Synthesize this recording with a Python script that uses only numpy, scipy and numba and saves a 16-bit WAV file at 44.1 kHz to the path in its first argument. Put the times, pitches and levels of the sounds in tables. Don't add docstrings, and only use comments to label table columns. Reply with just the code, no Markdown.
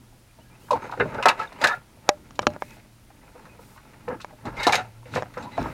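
import sys
import numpy as np
from scipy import signal
from scipy.fft import rfft, irfft
from scipy.io import wavfile
from scipy.ndimage import uniform_filter1d
from numba import njit

SR = 44100
rng = np.random.default_rng(int(sys.argv[2]) if len(sys.argv) > 2 else 0)


def magnitude_from_level(level_db):
    exponent = np.asarray(level_db, float) / 20
    return 10 ** exponent


def int16_out(signal):
    q = np.round(np.clip(np.atleast_2d(signal).T, -1, 1) * 32767)
    wavfile.write(sys.argv[1], SR, q.astype(np.int16))


N = 252683
T = np.arange(N) / SR

# (frequency [Hz], density [dB per Hz])
YARD_SPECTRUM = [(15, -33.5), (25, 3.5), (120, -6), (185, -41.5), (714, -16), (775, -22.5), (988, -20),
                 (1190, -22), (4490, -26), (9070, -30), (9840, -28.5), (14400, -33), (16000, -34.5)]
# (time [s], level [dB])
HUM_LEVELS = [(0.0, -54), (0.65, -56.5), (1.2, -44), (1.45, -74), (1.8, -54.5), (2.25, -59), (2.49, -57),
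              (2.59, -54.5), (3.45, -63.5), (3.77, -55), (3.88, -69), (4.13, -48), (4.34, -60), (4.47, -43),
              (5.23, -47), (5.46, -52), (5.73, -54)]
# (time [s], length [s], start pitch [Hz], end pitch [Hz], level [dB])
BIRD_CHIRPS = [
    (0.28, 0.058, 2400, 2460, -60),
    (0.397, 0.037, 2700, 3100, -58),
    (0.505, 0.045, 2340, 2440, -58),
    (0.543, .02, 2580, 2640, -58),
    (0.594, 0.095, 2590, 3300, -61),
    (1.504, 0.042, 2300, 2980, -54),
    (1.548, 0.051, 2610, 3220, -55),
]
# (time
# [s], peak [dB], pitch [Hz], T60 [s])
DULL_BUMPS = [(1.042, -31.5, 150.4, 0.27), (1.125, -39, 67, 0.2), (1.258, -17, 413, .12),
              (1.263, -28, 267, 0.11), (1.774, -42, 149, .1), (2.093, -21, 589, 0.12),
              (2.469, -17.5, 240, 0.041), (2.47, -33, 69, 0.11), (2.478, -28.5, 598, .14),
              (4.476, -40, 45, 0.34), (4.58, -36, 44.4, 0.21), (5.6, -34, 55.4, 0.43)]
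# (frequency [Hz], width [Hz], level [dB])
BUMPER_MODES = [(397, 38, -3.5), (500, 35, 2.5), (616.7, 120, 0), (727, 33, -0.5), (808, 48, 1.5),
                (922.6, 96, 4), (1020, 100, 0), (1310, 95, 2.5), (1540, 150, -1.5), (1680, 63, 6.5),
                (1857, 175, 2.5), (2090, 320, 2), (2700, 540, -9)]
BRACKET_MODES = [1090, 1240, 1430, 1780, 2030, 2350, 2550, 2860, 3640, 3810, 3960, 4150, 4480, 5400]
TOOL_MODES = [2550, 3810, 3960, 4830, 5400, 6400, 7400]
# (frequency [Hz], density [dB per Hz])
GRIT_SPECTRUM = [(1470, -41), (2500, -0.5), (3210, -6), (3770, -0.5), (4730, -5.5), (7080, -12),
                 (9810, -20.5), (12300, -23.5), (16000, -44.5)]
# (time [s], pressure [dB])
FUMBLE_PRESSURE = [(0, -68.5), (.45, -67), (.68, -56.5), (1.0, -45), (1.38, -51), (1.58, -49.5),
                   (1.85, -65), (2.1, -58.5), (2.4, -58.5), (2.8, -61.5), (3.02, -68), (3.4, -56),
                   (3.95, -58), (4.4, -57.5), (4.85, -56.5), (4.98, -61.5), (5.3, -54.5), (5.73, -43.5)]
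# (time [s], hold [s], pressure [dB], sharpness [dB], camera shake [dB])
SCRAPE_STROKES = [(0.732, 0.033, -36, -2.5, -36), (0.825, 0.046, -40, -2.5, -45.5),
                  (1.004, 0.066, -40.5, -6, -33.5), (1.134, 0.092, -36, -10, -41),
                  (1.284, 0.006, -20.5, -6.5, -37), (1.633, 0.02, -25, -1.5, -39),
                  (1.696, 0.03, -38.5, 2, -54), (1.394, 0.034, -37.5, 1, -53),
                  (2.417, .01, -45, -16.5, -40.5), (2.48, 0.0054, -72, -7, -36.5),
                  (2.517, 0.035, -48, -4, -41.5), (2.632, 0.16, -59.5, 7.5, -55),
                  (3.405, 0.087, -57, -5, -63.5), (4.098, 0.049, -40.5, -16.5, -38),
                  (4.471, 0.0034, -31.5, -25.5, -31.5), (4.538, 0.058, -42.5, -10, -46.5),
                  (4.617, 0.014, -45, 8.5, -58), (4.697, 0.0053, -24.5, -31, -37.5),
                  (4.743, 0.017, -26.5, 4.5, -41), (5.074, 0.049, -45.5, -0.5, -56),
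                  (5.148, 0.02, -32, 4, -32), (5.376, 0.085, -39.5, -12, -43),
                  (5.593, 0.025, -30.5, -4, -29.5), (5.654, 0.04, -38.5, -6, -36.5),
                  (2.084, 0.0091, -36.5, -6.5, -64), (4.575, .09, -40.5, 3, -57),
                  (4.776, 0.027, -34, -8, -44), (5.413, 0.037, -50, 5.5, -59), (5.522, .06, -48, 3, -57),
                  (1.673, 0.0088, -31, 2, -55), (5.346, 0.0092, -59.5, 5.5, -58)]
# (time [s], length [s], pitch [Hz], peak [dB])
SQUEALS_AND_CLINKS = [(1.292, 0.02, 2300, -28), (1.394, 0.037, 1312, -19), (1.4, 0.022, 2620, -33),
                      (1.418, 0.042, 1680, -31.5), (1.686, 0.022, 1730, -21), (1.696, 0.029, 1300, -20.5),
                      (1.709, 0.017, 1735, -20.5), (1.73, 0.026, 1735, -23), (1.724, 0.03, 1400, -21.5),
                      (1.72, 0.035, 727, -29), (1.752, 0.027, 1400, -38), (1.708, 0.039, 947, -33),
                      (1.432, .025, 1312, -34), (1.3, .03, 1720, -32), (1.403, .02, 880, -28),
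                      (.7065, 0.013, 992, -10), (.712, .046, 490, -19.5), (.892, .014, 1000, -34.5),
                      (1.182, .022, 1500, -28.5), (1.188, .032, 550, -29), (1.474, 0.011, 3700, -44),
                      (2.3915, 0.0048, 3050, -24.5), (2.4685, 0.0043, 2740, -22), (2.4685, .004, 4220, -21.5),
                      (.73, .014, 1030, -13.5), (.755, .028, 1030, -28), (.752, .016, 760, -23),
                      (4.567, 0.1, 2125, -27.5), (4.59, 0.11, 3790, -33), (4.634, 0.037, 1780, -21.5),
                      (4.726, 0.017, 2396, -21), (4.724, 0.085, 3810, -33), (4.774, 0.06, 735, -25.5),
                      (4.774, 0.039, 1430, -27), (4.606, 0.029, 1430, -30.5), (4.724, .045, 750, -23),
                      (5.385, 0.063, 6400, -55), (5.415, .035, 7400, -56), (5.42, .055, 3900, -48),
                      (5.42, 0.036, 2560, -47), (5.42, 0.086, 908, -43), (5.505, 0.15, 3940, -48),
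                      (5.52, 0.054, 2030, -43), (5.59, .04, 5400, -53), (.43, 0.11, 1650, -57),
                      (3.49, 0.06, 2500, -52), (5.7, 0.039, 2120, -44), (1.69, 0.055, 3700, -40),
                      (2.65, .14, 2550, -52)]
# (time [s], peak [dB], main ring [Hz], weaker ring [Hz], length [s])
TOOL_DRAGS = [(0.705, -13.5, 572, 800, 0.013), (0.729, -17, 900, 486, 0.016),
              (0.997, -11.5, 1542, 507, 0.022), (4.722, -10, 729, 2300, 0.013),
              (1.394, -25.5, 899, 721, 0.04), (1.669, -19, 1680, 1240, 0.019),
              (1.68, -27, 1720, 944, 0.052), (4.075, -20.5, 505, 495, 0.051),
              (4.569, -26, 2170, 1020, 0.17), (4.606, -28, 1430, 2310, 0.068),
              (4.771, -22.5, 748, 1336, 0.05), (5.411, -32, 986, 856, 0.089),
              (5.508, -42, 860, 2050, 0.057)]
# (time [s], peak [dB], ring [Hz], T60 [s])
BRIGHT_CRACKS = [(0.7086, -26.5, 3720, 0.097), (0.7304, -32, 4350, 0.05), (0.9137, -37.5, 4230, 0.15),
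                 (0.9989, -37.5, 2860, 0.042), (1.1436, -40, 2960, 0.076), (1.226, -26.5, 3880, 0.099),
                 (1.257, -12.5, 3400, 0.047), (1.285, -9.5, 3770, 0.07), (1.3942, -37, 3100, 0.17),
                 (1.5263, -43, 4220, 0.036), (1.6145, -25, 3410, 0.084), (1.6413, -9, 4130, 0.061),
                 (1.6711, -16, 3160, 0.08), (2.3544, -44, 7100, 0.072), (2.419, -36.5, 5500, 0.06),
                 (2.4277, -37, 3900, 0.028), (3.4531, -52, 4060, 0.1), (3.7705, -51, 4080, 0.08),
                 (4.084, -44, 4120, 0.057), (4.205, -39.5, 3810, .1), (4.215, -34.5, 4200, 0.077),
                 (4.4539, -38, 4100, 0.18), (4.568, -39.5, 3960, 0.12), (4.6018, -33, 4000, 0.08),
                 (4.6311, -21, 4140, 0.12), (4.6676, -11, 3960, 0.12), (4.7236, -14.5, 3860, 0.13),
                 (4.754, -14.5, 3740, 0.046), (5.1526, -26, 4140, 0.046), (5.338, -44, 4200, 0.081),
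                 (5.425, -43, 3900, 0.13), (1.2343, -27, 2550, .04), (1.432, -42, 3640, 0.04),
                 (5.376, -41, 5400, 0.087), (5.5768, -40, 4200, 0.073), (5.655, -44, 3800, .06)]
# (time [s], peak [dB], low ring [Hz], upper ring [Hz])
LIGHT_TAPS = [(0.124, -48.5, 686, 980), (0.385, -42.5, 630, 930), (0.639, -47, 435, 1000),
              (1.125, -28.5, 474, 1363), (1.52, -31.5, 724, 1780), (1.972, -43.5, 590, 933),
              (3.102, -41.5, 742, 1840), (3.352, -37, 500, 960), (3.454, -37, 1103, 1930),
              (3.591, -34.5, 477, 950), (3.761, -40, 808, 1080), (4.199, -35, 1430, 2550),
              (4.306, -41, 768, 1900), (4.326, -39, 610, 887), (5.339, -39, 1400, 2100),
              (0.683, -37, 940, 1430), (0.765, -29, 816, 1020), (0.819, -37, 1000, 1390),
              (0.844, -29.5, 493, 1390), (0.973, -27, 496, 1490), (1.146, -30, 465, 2030),
              (2.736, -48, 870, 1430), (2.767, -40, 707, 2030), (2.845, -52, 600, 1970),
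              (3.21, -51, 1950, 2500), (3.397, -45, 415, 1320), (3.42, -46, 458, 1310),
              (3.775, -38, 1090, 1900), (3.829, -56, 850, 1730), (3.933, -44, 1790, 2820),
              (4.05, -51, 886, 1900), (4.112, -26.5, 727, 1310), (4.41, -48.5, 1790, 2100),
              (5.029, -42, 900, 1090), (5.055, -36, 500, 2300), (5.137, -25, 1357, 2550),
              (5.168, -18.5, 1020, 2030), (5.255, -36, 727, 1510), (5.69, -37, 800, 2030)]
# (time [s], peak [dB], low ring [Hz], upper ring [Hz], upper ring level [dB])
HARD_BLOWS = [(0.895, -26.5, 860, 974, 17.5), (0.922, -21.5, 890, 989, 28), (0.936, -25, 850, 910, -2),
              (1.023, -14, 432, 1057, -10), (1.055, -22.5, 582, 930, -9), (1.183, -20.5, 474, 1330, -3),
              (1.225, -16.5, 1270, 2575, 1), (1.233, -21.5, 1310, 2530, 5), (1.255, 0, 688, 1310, 2.5),
              (1.269, -7.5, 897, 1680, -6), (1.285, -6, 1310, 2645, 5.5), (1.298, -7.5, 935, 1680, 1),
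              (1.312, -30, 727, 1310, -1.5), (0.999, -11, 1437, 2860, -9), (1.005, -10, 480, 2145, -3),
              (4.674, -6.5, 824, 1330, -13), (4.693, -10, 824, 1820, -12), (4.732, -12, 790, 1596, 3),
              (4.757, -24, 840, 2350, -2), (1.652, -10.5, 625, 1680, 2.5), (5.387, -33.5, 727, 1430, -2),
              (5.605, -30, 500, 1240, 9), (1.613, -17.5, 560, 2010, -3), (1.639, -5, 674, 1680, 6),
              (1.645, -4, 747, 1537, 9.5), (1.657, -15, 720, 1670, 6), (2.427, -24.5, 500, 1173, 4),
              (4.078, -24, 870, 1700, 0.5), (4.452, -28, 810, 884, -27), (4.667, -3.5, 713, 290, 0),
              (4.681, -16, 780, 1360, -1), (4.744, -12.5, 844, 1428, 7), (5.159, -11, 498, 1430, -10),
              (5.177, -14.5, 516, 1030, -10), (5.37, -23.5, 500, 1240, -8.5), (5.578, -13, 678, 794, -0.5),
              (5.658, -16.5, 296, 902, -5)]
# (frequency [Hz], level [dB], T60 [s])
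CASING_MODES = [(176, 8.5, 0.019), (2220, 1, 0.03), (2460, 1, 0.016), (2980, -2, .012), (3450, 0.5, 0.014),
                (3920, -6, .03), (4250, -4, 0.014), (4940, -1, 0.0202), (5370, 1, 0.024), (5690, 0.5, .03),
                (6240, -2.5, .015), (6770, 0.5, 0.024), (7470, -10, 0.013)]
# (frequency [Hz], level [dB], T60 [s])
CASING_WALLS = [(824, -13.5, 0.03), (1180, -15.5, 0.027), (1640, -15.5, 0.021), (1000, -24, 0.043),
                (615, -22.5, 0.059)]
# (time [s], peak [dB], thump [Hz], treble [dB], bass [dB])
CASING_SNAPS = [(2.089, 8, 835, -12.5, -25), (2.306, -29, 1180, -14, -5), (2.39, -2.5, 1000, -19, -44),
                (2.467, 3.5, 1333, -19, -64), (2.501, -27, 690, -18, -14), (2.534, -32, 670, -10.5, -14),
                (2.561, -19, 615, -35, -11), (2.62, -9, 946, -30, -53), (2.705, -38, 1227, 2, -17),
                (4.244, -16, 966, -26.5, -21.5), (5.221, -11.5, 680, -27, -22),
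                (5.229, -15.5, 780, -32, -6), (5.626, -24, 750, -13, 4)]


def level(x, db):
    return x * magnitude_from_level(db) / np.sqrt(np.mean(x ** 2))


def band(x, lo_hz, hi_hz, order=2):
    return signal.sosfilt(signal.butter(order, [lo_hz, hi_hz], "band", fs=SR, output="sos"), x)


def colour(x, shape):
    hz, db = np.transpose(shape)
    f = np.maximum(np.arange(len(x) // 2 + 1) * SR / len(x), 1)
    gain = magnitude_from_level(np.interp(np.log(f), np.log(hz), db))
    return irfft(rfft(x) * gain, len(x))


def ring(hz, db, t60, size, phase=0):
    t = np.arange(size) / SR
    hz, db, t60, phase = (np.reshape(v, (-1, 1)) for v in (hz, db, t60, phase))
    decay = magnitude_from_level(db - 60 * t / np.maximum(t60, .004))
    return np.sum(decay * np.sin(2 * np.pi * hz * t + phase), axis=0)


def walk(rate):
    hold = int(SR / rate)
    steps = np.repeat(rng.standard_normal(N // hold + 1), hold)
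    return 1.5 * uniform_filter1d(uniform_filter1d(steps, hold), hold)[:N]


def add(out, s, sound, peak_db):
    i = int(s * SR)
    out[i:i + len(sound)] += (sound * magnitude_from_level(peak_db) / np.abs(sound).max())[:N - i]


@njit
def svf(x, hz, width):
    y, b, l = np.empty(len(x)), 0., 0.
    for i in range(len(x)):
        g, k = np.tan(np.pi * hz[i] / SR), width / hz[i]
        v = (b + g * (x[i] - l)) / (1 + g * (g + k))
        b, l, y[i] = 2 * v - b, l + 2 * g * v, k * v
    return y


def bird():
    out = np.zeros(N)
    for s, length, from_hz, to_hz, db in BIRD_CHIRPS:
        hz = np.linspace(from_hz, to_hz, int(length * SR))
        breath = np.hanning(len(hz)) ** .5 * magnitude_from_level(2.8 * walk(175)[:len(hz)])
        add(out, s, breath * np.sin(2 * np.pi * np.cumsum(hz) / SR), db)
    return out


def hum():
    phase = 2 * np.pi * np.cumsum(118 + 3.73 * walk(30)) / SR
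    hum_db = np.interp(T, *np.transpose(HUM_LEVELS)) + 1.2 * walk(25)
    return magnitude_from_level(hum_db) * np.sin(phase)


def yard():
    air = level(colour(rng.standard_normal(N), YARD_SPECTRUM), -56)
    return air + hum() + bird()


def camera():
    rustle_start_s, rustle_length_s, whine_hz = .6, .17, 9518
    gate = uniform_filter1d(((T - rustle_start_s) % 1 < rustle_length_s) * 1., 600)
    rustle = gate * level(band(rng.standard_normal(N), 2500, 15000, order=1), -61.5)
    whine = level(svf(rng.standard_normal(N), np.full(N, 1. * whine_hz), 40.), -77)
    return rustle + whine


def bumps(size=12000):
    out, t = np.zeros(N), np.arange(size) / SR
    for s, peak_db, hz, t60 in DULL_BUMPS:
        swell = 1 - np.exp(-t * hz * 2)
        add(out, s, ring([hz, 1.37 * hz], [0, -6], [t60, t60], size) * swell, peak_db)
    return out


def pressure():
    press_db_per_s, ease_db_per_s = 518.5, 334
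    edge_db, grit_db, grit_slope = -3.5, -16, 1.5

    def layers(db, sharp_db, shake_db):
        return np.array([db, db + sharp_db + edge_db, db + grit_slope * sharp_db + grit_db, shake_db])

    hand_db = np.interp(T, *np.transpose(FUMBLE_PRESSURE))
    hand_shake_db = -54.5 + 0.38 * (hand_db - hand_db.mean())
    gains = magnitude_from_level(layers(hand_db, 0, hand_shake_db))
    for s, hold, db, sharp_db, shake_db in SCRAPE_STROKES:
        near = slice(max(int((s - .3) * SR), 0), int((s + hold + .4) * SR))
        t = T[near]
        shape = magnitude_from_level(-press_db_per_s * (s - t).clip(0) - ease_db_per_s * (t - s - hold).clip(0))
        stroke = magnitude_from_level(layers(db, sharp_db, shake_db))[:, None] * shape
        gains[:, near] = np.hypot(gains[:, near], stroke)
    return gains


def scrape():
    squeal_hz = 1430 * np.exp(.03 * walk(8.1))
    uneven_db = 2.0 * np.minimum(rng.exponential(size=N), 5) + 2.88 * walk(34.87)
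    slips = (rng.random(N) < 2200 / SR) * rng.standard_normal(N) * magnitude_from_level(uneven_db)
    steel = np.zeros(N)
    for k, (hz, width_hz, db) in enumerate(BUMPER_MODES):
        drifting_hz = hz * (1 + 0.014 * walk(2.91))
        steel += (-1) ** k * magnitude_from_level(db) * svf(slips, drifting_hz, 1.42 * width_hz)
    body = level(band(steel, 320, 1477), 0)
    edge = level(band(steel, 1590, 3300, order=1), 0)
    edge += level(svf(slips, squeal_hz, 120.), -12)
    hiss = level(colour(slips + 2 * rng.standard_normal(N), GRIT_SPECTRUM), 0)
    streaks = sum(svf(slips, np.full(N, 1. * hz), 84.) * magnitude_from_level(10 * walk(18)) for hz in TOOL_MODES)
    hiss += level(streaks, -7.5)
    shake = level(band(rng.standard_normal(N) * magnitude_from_level(1.2 * walk(24)), 85, 295), 0)
    return np.sum(pressure() * [body, edge, hiss, shake], axis=0)


def squeals():
    out = np.zeros(N)
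    grain, jitter = magnitude_from_level(3.5 * walk(150)), 1 + .009 * walk(330)
    halo_width, halo_db = -10, -8
    for k, (s, length, hz, db) in enumerate(SQUEALS_AND_CLINKS):
        part = np.arange(int(length * SR))
        own = part + k * 5000
        grip = np.sin(np.pi * (part / len(part)) ** 0.81) ** 0.62
        line = np.sin(2 * np.pi * np.cumsum(hz * jitter[own]) / SR)
        halo = np.sin(2 * np.pi * np.cumsum(hz * jitter[own] ** halo_width) / SR)
        add(out, s, grip * grain[own] * (line + magnitude_from_level(halo_db) * halo), db)
    return out


def cluster(hz, spread, db, t60, size):
    modes = np.r_[hz, np.array(BUMPER_MODES)[:, 0], BRACKET_MODES]
    luck, late = rng.uniform(-1.096, 1, (len(modes), 2)).T
    luck[0] = 1
    off = np.abs(np.log(modes / hz)) / spread
    near = (off < 1.6) & (off * spread > .035)
    near[0] = True
    swell = 1 - np.exp(-np.arange(size) / SR / 0.00015)
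    mode_db = db - 9 * off ** .5 - 7 * off ** 2 + 2.2 * luck
    mode_t60 = t60 / (1 + .4 * off)
    return swell * ring(modes[near], mode_db[near], mode_t60[near], size, np.pi * late[near])


def chatter(rate, rise_s, t60, size):
    t = np.arange(size) / SR
    taps = (rng.random(size) < rate / SR) * rng.standard_normal(size)
    taps[int(rise_s * SR)] = 4.12
    return taps * np.minimum(t / rise_s, 1) * magnitude_from_level(-60 * t / t60)


def grit(size, t60):
    decay = magnitude_from_level(-60 * np.arange(size) / SR / t60)
    burst = colour(rng.standard_normal(size), GRIT_SPECTRUM) * decay
    return burst / np.abs(burst).max()


def drags(size=9000):
    out, t = np.zeros(N), np.arange(size) / SR
    for s, peak_db, main_hz, weaker_hz, length in TOOL_DRAGS:
        body = cluster(main_hz, 0.13, 0, 0.096, size=4500)
        body += cluster(weaker_hz, 0.71, -5, 0.064, size=4500)
        press = np.sin(np.pi * np.minimum(t / length, 1) ** 0.63).clip(0) ** .5
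        slips = (rng.random(size) < 3000 / SR) * rng.standard_normal(size) * press
        add(out, s, signal.fftconvolve(body, slips)[:size], peak_db)
    return band(out, 320, 6000)


def cracks(size=6000):
    out = np.zeros(N)
    for s, peak_db, hz, t60 in BRIGHT_CRACKS:
        modes = cluster(hz, 0.1, 0, 0.029, size=1600)
        tool = signal.fftconvolve(modes, chatter(2000, 0.001188, t60, size))[:size]
        tool = band(tool / np.abs(tool).max(), 2000, 14000)
        add(out, s, tool + 3 * grit(size, t60), peak_db)
    return out


def snaps(size=9000):
    out, (hz, db, t60) = np.zeros(N), np.transpose(CASING_MODES)
    high = len(hz) - 1
    for s, peak_db, thump_hz, treble_db, bass_db in CASING_SNAPS:
        partials_hz = thump_hz * np.array([1, 1.16, 1.6, 2.3])
        thump = ring(partials_hz, [-4.5, -7.5, -4.5, -14.5], [0.014, 0.0048, 0.0037, 0.026], size)
        casing_db = -23 + .4 * peak_db
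        thump += ring([598, hz[0]], [casing_db, bass_db + db[0]], [.14, t60[0]], size)
        thump += ring(*np.transpose(CASING_WALLS), size) * magnitude_from_level(0.18 * min(peak_db, 0))
        tick_hz = hz[1:] * rng.uniform(0.98, 1.01, high)
        tick = .5 * ring(tick_hz, db[1:], 0.65 * t60[1:], size, np.arange(high) * np.pi)
        tick += 0.86 * grit(size, 0.017)
        thump = -np.convolve(np.roll(thump, int(0.00063 * SR)), np.hanning(18))[:size]
        snap = thump / np.abs(thump).max() + magnitude_from_level(treble_db - 1.5) * tick
        add(out, s + 0.0015, snap, peak_db)
    return band(out, 330, 11500)


def knocks(size=6500):
    out = np.zeros(N)
    blow_t60_s, tap_t60_s, tap_upper_db = 0.092, 0.11, -5.5
    blows = [(*blow, blow_t60_s) for blow in HARD_BLOWS]
    blows += [(*tap, tap_upper_db, tap_t60_s) for tap in LIGHT_TAPS]
    for s, peak_db, low_hz, upper_hz, upper_db, t60 in blows:
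        body = cluster(low_hz, .65, 0, 0.65 * t60, size)
        body += cluster(upper_hz, 0.68, upper_db, 0.42 * t60, size)
        push = np.convolve(chatter(1100, .001, 1.01 * t60, size), np.hanning(12))
        add(out, s, signal.fftconvolve(body, push)[:size], peak_db)
    return band(out, 349, 7500)


def scene():
    steel = knocks() + drags() + cracks() + scrape() + squeals()
    close = snaps() + bumps()
    t = np.arange(6000) / SR
    echo = band(rng.standard_normal(len(t)), 130, 3200, order=1) * magnitude_from_level(-60 * t / 0.22)
    wet = signal.fftconvolve(magnitude_from_level(-46) * steel + magnitude_from_level(-72.5) * close, echo)[:N]
    return (steel + close + wet + yard() + camera())[None]


def top_cut(x):
    return signal.sosfilt(signal.butter(12, 16320, fs=SR, output="sos"), x)


def record(dry):
    clipped = np.clip(dry, -.98, .98)
    mix = signal.sosfilt(signal.ellip(8, .2, 70, 16100, fs=SR, output="sos"), clipped)
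    return top_cut(mix)


dry = scene()
out = record(dry)
int16_out(out)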